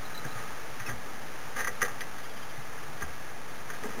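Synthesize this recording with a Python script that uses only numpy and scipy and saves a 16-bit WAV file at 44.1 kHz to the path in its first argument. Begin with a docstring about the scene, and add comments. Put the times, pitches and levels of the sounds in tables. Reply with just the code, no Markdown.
"""Outdoors, beside a car's front wheel, where a long steel lever is worked up and down by hand.
Its joint scrapes, clicks and clanks with a quick rebound; the car's underbody answers with hollow
rings, and the shifting load thuds. Further off lie thin chirps, a bird's falling notes, faint tones
and a steady rush of air. The microphone is a small camera's, whose low sample rate adds a gritty treble."""
import sys
import numpy as np
from scipy import signal
from scipy.fft import rfft, irfft
from scipy.io import wavfile

SR = 44100
rng = np.random.default_rng(int(sys.argv[2]) if len(sys.argv) > 2 else 0)


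def store_pcm(level_fs):
    """Save levels as 16-bit WAV."""
    pcm = np.round(np.clip(level_fs, -1, 1) * 32767).astype(np.int16)
    wavfile.write(sys.argv[1], SR, np.atleast_2d(pcm).T)


N = 176400


def undb(db):
    """Decibels to gain."""
    return 10 ** (np.asarray(db) / 20)


def unit(x):
    """Scale to rms 1."""
    return x / np.sqrt(np.mean(x ** 2) + 1e-20)


def add(out, start, x):
    """Mix x into out from a time in seconds."""
    i = max(int(start * SR), 0)
    out[i:i + len(x)] += x[:max(len(out) - i, 0)]


def noise(points, tilt_db=0, size=N):
    """Noise of rms 1 with a spectrum of (Hz, dB) points, tilted per octave."""
    hz, db = np.array(points).T
    octave = np.log2(np.fft.rfftfreq(size, 1 / SR) + 1)
    gain = undb(np.interp(octave, np.log2(hz), db, right=-np.inf) + tilt_db * octave)
    return unit(irfft(rfft(rng.standard_normal(size)) * gain, size))


def wander(per_s):
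    """A random curve with a spread near 1, through per_s new values a second."""
    return np.interp(np.arange(N) / SR * per_s, np.arange(2048), rng.standard_normal(2048))


def swell(length):
    """A rounded rise and fall over a length in seconds."""
    return np.sin(np.linspace(0, np.pi, max(int(length * SR), 2)))


def tone(hz):
    """A sine that follows a pitch curve."""
    return np.sin(2 * np.pi * np.cumsum(hz) / SR)


def ring(modes, t):
    """Decaying (Hz, dB, t60) modes of alternating sign."""
    return sum((-1) ** k * undb(db - 60 * t / t60) * np.sin(2 * np.pi * hz * t)
               for k, (hz, db, t60) in enumerate(modes))


def excite(drive, response):
    """Pass a drive through a ringing response of unit energy."""
    return signal.fftconvolve(drive, response / np.linalg.norm(response))[:N]


def struck(rows, centre_hz, fall_db):
    """Weight (Hz, dB, ..) rows as a contact drives them: fall_db less per octave from centre_hz."""
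    return [(hz, db - fall_db * abs(np.log2(hz / centre_hz)), *rest) for hz, db, *rest in rows]


# Modes of the lever and its joint. Each row: pitch in Hz, relative level in dB, t60 in seconds.
STEEL_MODES = [(805, -7, .09), (1116, -11, .085), (1210, -3.5, .1), (1299, -11, .08), (1380, -13, .085),
               (1608, -3, .095), (1680, -11, .08), (1733, -13, .08), (1838, -6, .095), (1940, -3, .1),
               (2058, -10, .085), (2320, -14, .045), (2520, -17, .045)]
# Spectrum of the contact noise. Each row: frequency in Hz, relative density in dB.
CRACK_SPECTRUM = [(200, -10), (700, 0), (1200, -0.5), (1700, -1.5), (2100, 0.5), (2600, -4), (3300, 1),
                  (4000, 0)]
def blow(t, centre_hz, fall_db):
    """One steel-on-steel contact: a short crack and the ring of the lever."""
    rise_s, crack_s = .0003, .004
    crack = noise(struck(CRACK_SPECTRUM, centre_hz, fall_db), size=len(t)) * np.exp(-t / crack_s)
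    steel = ring(struck(STEEL_MODES, centre_hz, fall_db), t)
    return (undb(-2.5) * steel + undb(-9) * crack) * (1 - np.exp(-t / rise_s))


# Hollow modes under the car. Each row: pitch in Hz, relative level in dB, t60 in seconds.
UNDERBODY_MODES = [(238, -14.5, 0.11), (400.7, -6.5, 0.074), (486, -7, 0.13), (547, -12.5, 0.14),
                   (730, -11, .07)]
# Lever blows at the wheel. Each row: start in seconds, gain in dB, centre in Hz, rebound delay in
# seconds, rebound in dB against the blow, rebound centre in Hz, fall-off in dB per octave,
# underbody in dB against the blow.
LEVER_BLOWS = [(0.2445, -32.5, 1580, .008, 0, 1600, 19, -8),
               (0.7985, -34, 1950, 0.0034, -2.5, 1900, 8, -15),
               (0.889, -28, 1800, 0.003225, 2.5, 1590, 22, -18),
               (1.5625, -29.5, 1620, 0.00597, -7, 950, 12, -7),
               (1.5906, -30.5, 1250, 0.0044, -4, 1600, -6, -1),
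               (1.6021, -29.5, 1620, 0.0071, 2, 1650, 13, -7), (1.644, -24, 1880, .005, -5, 1700, 16, -17),
               (1.6717, -22, 1400, .0062, -1, 2030, 14.5, -2.5),
               (1.8095, -32, 1840, .003, -9, 1700, 14, -24),
               (1.8166, -16.5, 1420, 0.0091, -0.5, 1880, 11, -2),
               (1.8803, -32, 1300, 0.011, -1, 1300, 9, -10),
               (2.0066, -23.5, 2500, .0072, -3, 2120, 16, -16), (2.179, -35.5, 1300, .007, -5, 1500, 6, -6),
               (3.0198, -29.5, 1030, 0.0041, 3, 1580, 27, -6),
               (3.701, -26.5, 1600, 0.0034, -5, 1620, 17, -22),
               (3.8355, -27.5, 1990, 0.0031, -6.5, 1290, 17, -4)]
def clanks(t):
    """A rebound presses the parts together, stops the first ring and rings on; the underbody follows."""
    choke_s, body_lag_s, body_rise_s = .0012, .00552, .011
    out = np.zeros(N)
    body = ring(UNDERBODY_MODES, t) * (1 - np.exp(-t / body_rise_s))
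    for start, db, hz, delay, rebound_db, rebound_hz, fall_db, body_db in LEVER_BLOWS:
        choke = np.exp(-np.maximum(t - delay, 0) / choke_s)
        add(out, start, undb(db) * blow(t, hz, fall_db) * choke)
        add(out, start + delay, undb(db + rebound_db) * blow(t, rebound_hz, fall_db))
        add(out, start + body_lag_s, undb(db + body_db) * body)
    return out


# Rubs in the lever's joint. Each row: start in seconds, length in seconds, gain in dB.
JOINT_RUBS = [(0.23, 0.032, -51), (0.32, 0.12, -46), (0.793, 0.064, -45.5), (0.849, 0.076, -39.5),
              (1.548, 0.095, -35.5), (1.657, .026, -45), (1.838, 0.032, -35), (3.001, 0.031, -40),
              (3.723, 0.048, -46), (3.848, 0.13, -48.5)]
def scrapes(t):
    """Dense uneven slips in the joint excite the steel and, more weakly, the underbody."""
    slips_per_s, spread_db, centre_hz, fall_db = 900, 5, 1530, 8.5
    slips = (rng.random(N) < slips_per_s / SR) * rng.choice([-1, 1], N)
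    strength = undb(spread_db * rng.standard_normal(N))
    pressure = np.zeros(N)
    for start, length, db in JOINT_RUBS:
        add(pressure, start, undb(db) * swell(length))
    drive = unit(slips * strength) * pressure
    steel = excite(drive, ring(struck(STEEL_MODES, centre_hz, fall_db), t))
    body = excite(drive, ring(UNDERBODY_MODES, t))
    grit = pressure * noise(struck(CRACK_SPECTRUM, centre_hz, fall_db))
    return steel + undb(-10.5) * body + undb(-4.5) * grit


# Thuds at the car. Each row: start in seconds, pitch in Hz, level in dB, rise and t60 in seconds.
LOAD_THUDS = [(0.249, 134, -27.5, 0.0067, 0.12), (0.353, 116.6, -29, .01, 0.13),
              (0.798, 113, -35, .008, .16), (0.883, 121, -29, 0.014, 0.2), (0.93, 76, -31, 0.014, 0.13),
              (1.581, 99, -39, .008, .12), (1.817, 139, -36.5, 0.0069, .14),
              (2.578, 132, -31.5, 0.0073, 0.12), (2.891, 152, -38, .008, 0.15),
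              (3.02, 130, -33.5, 0.0053, 0.066), (3.022, 76.6, -35, 0.0077, .35),
              (3.838, 421, -29.5, .006, 0.14), (3.848, 214, -33, 0.0055, .12), (3.976, 425, -33, .006, .12)]
# Low scuffs. Each row: start in seconds, length in seconds, level in dB.
LOW_SCUFFS = [(0.24, 0.048, -42), (0.854, 0.11, -44.5), (3.007, 0.046, -44.5), (3.823, 0.055, -39),
              (3.855, 0.072, -45), (3.953, 0.074, -39)]
# Spectrum of the scuffs. Each row: frequency in Hz, relative density in dB.
SCUFF_SPECTRUM = [(80, -16), (150, -14), (220, 8), (310, 4.5), (420, 5), (600, -3.5), (1200, -10.5),
                  (2500, -19), (4000, -42)]
def thuds(t):
    """Soft low knocks as the load shifts, and low scuffs nearby."""
    knocks, rub = np.zeros(N), np.zeros(N)
    for start, hz, db, rise, t60 in LOAD_THUDS:
        add(knocks, start, ring([(hz, db, t60)], t) * (1 - np.exp(-t / rise)))
    for start, length, db in LOW_SCUFFS:
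        add(rub, start, undb(db) * swell(length))
    return knocks + rub * noise(SCUFF_SPECTRUM)


def scatter(sound, t):
    """Reflections off car and road reach the microphone as a short diffuse tail."""
    t60_s, rise_s = .36, .015
    tail = rng.standard_normal(len(t)) * undb(-60 * t / t60_s) * np.clip(t / rise_s, 0, 1)
    return excite(sound, tail)


# Thin chirps and squeaks. Each row: start in seconds, length in seconds, pitch in Hz, level in dB.
THIN_CHIRPS = [(0.041, 0.036, 3880, -47.5), (0.136, .035, 3860, -45.5), (0.165, 0.03, 3957, -40.5),
               (0.28, 0.014, 3900, -50), (0.3, 0.036, 3900, -47.5), (0.795, 0.018, 2530, -47),
               (0.858, 0.029, 2530, -39)]
def chirps():
    """Short whistles that waver in pitch and flutter in level."""
    waver, flutter_db = .018, 3
    out = np.zeros(N)
    for start, length, hz, db in THIN_CHIRPS:
        shape = swell(length)
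        pitch = hz * (1 + waver * wander(per_s=208)[:len(shape)])
        level_db = db + flutter_db * wander(per_s=255)[:len(shape)]
        add(out, start, undb(level_db) * shape * tone(pitch))
    return out


# A bird far from the microphone. Each row: start in seconds, final pitch in Hz, level in dB.
BIRD_NOTES = [(2.228, 3200, -50), (2.291, 3180, -51), (2.352, 3020, -49), (2.412, 3080, -49),
              (2.486, 3040, -50)]
def bird():
    """A phrase of quick whistled notes, each dropping onto its pitch."""
    drop_hz, drop_s, waver_hz = 893, .0068, 60
    out, shape = np.zeros(N), swell(length=.038)
    drop = drop_hz * np.exp(-np.arange(len(shape)) / SR / drop_s)
    for start, hz, db in BIRD_NOTES:
        pitch = hz + drop + waver_hz * wander(per_s=300)[:len(shape)]
        add(out, start, undb(db) * shape * tone(pitch))
    return out


# Tones in the distance. Each row: pitch in Hz, opening level in dB, closing level in dB.
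DISTANT_TONES = [(119, -64.5, -64), (138.3, -57.5, -66), (883, -55, -65), (907, -63.5, -60),
                 (1253, -51, -71), (1669, -56, -58)]
def distant_hum():
    """Faint sustained tones that drift in level and waver slightly in pitch."""
    drift_db, waver = 2, .0015
    out = np.zeros(N)
    for hz, start_db, end_db in DISTANT_TONES:
        level_db = np.linspace(start_db, end_db, N) + drift_db * wander(per_s=3.66)
        out += undb(level_db) * tone(hz * (1 + waver * wander(per_s=15)))
    return out


# Spectrum of the outdoor rush. Each row: frequency in Hz, relative density in dB before the tilt.
RUSH_SPECTRUM = [(32, -56), (55, -14.5), (120, -0.5), (197, -6), (233, -3), (276, -5), (364, -7),
                 (414, -6.5), (438, -3), (589, -6), (777, -4), (837, -5), (901, -7.5), (1050, -7),
                 (1240, -3), (1430, -6.5), (1720, -5.5), (2790, -14), (4600, -18.5), (5980, -49),
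                 (10100, -120)]
# The rush at the microphone. Each row: time in seconds, level in dB.
RUSH_LEVELS = [(0, -42.5), (.45, -42), (1.1, -43), (1.9, -42.5), (2.5, -43.5), (2.8, -43), (3.4, -44),
               (4, -42)]
def open_air():
    """A steady, gently fluttering rush over a faint low rumble."""
    times, db = np.array(RUSH_LEVELS).T
    level_db = np.interp(np.arange(N) / SR, times, db) + .32 * wander(per_s=25.1)
    rush = undb(level_db) * noise(RUSH_SPECTRUM, tilt_db=.46)
    rumble = undb(-59.5) * noise([(15, -7), (40, -14), (70, -11), (200, -38), (1000, -70)])
    return rush + rumble


def scene():
    """What reaches the microphone, in mono: lever and car in front, birds and open air behind."""
    t = np.arange(SR // 2) / SR  # half a second for each ring to die away
    lever = clanks(t) + scrapes(t)
    foreground = lever + undb(-23) * scatter(lever, t) + thuds(t)
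    return (foreground + chirps() + bird() + distant_hum() + open_air())[None]


def record(dry):
    """The camera holds each coarse sample as a step, mirroring the sound into a gritty treble."""
    camera_hz, top_hz, dc_offset = 8000, 15800, -.0285
    coarse = signal.resample(dry, N * camera_hz // SR, axis=1)
    steps = coarse[:, np.arange(N) * camera_hz // SR]
    lowpass = signal.ellip(12, .1, 90, top_hz, fs=SR, output="sos")
    return signal.sosfilt(lowpass, steps) + dc_offset


dry = scene()
out = record(dry)
store_pcm(out)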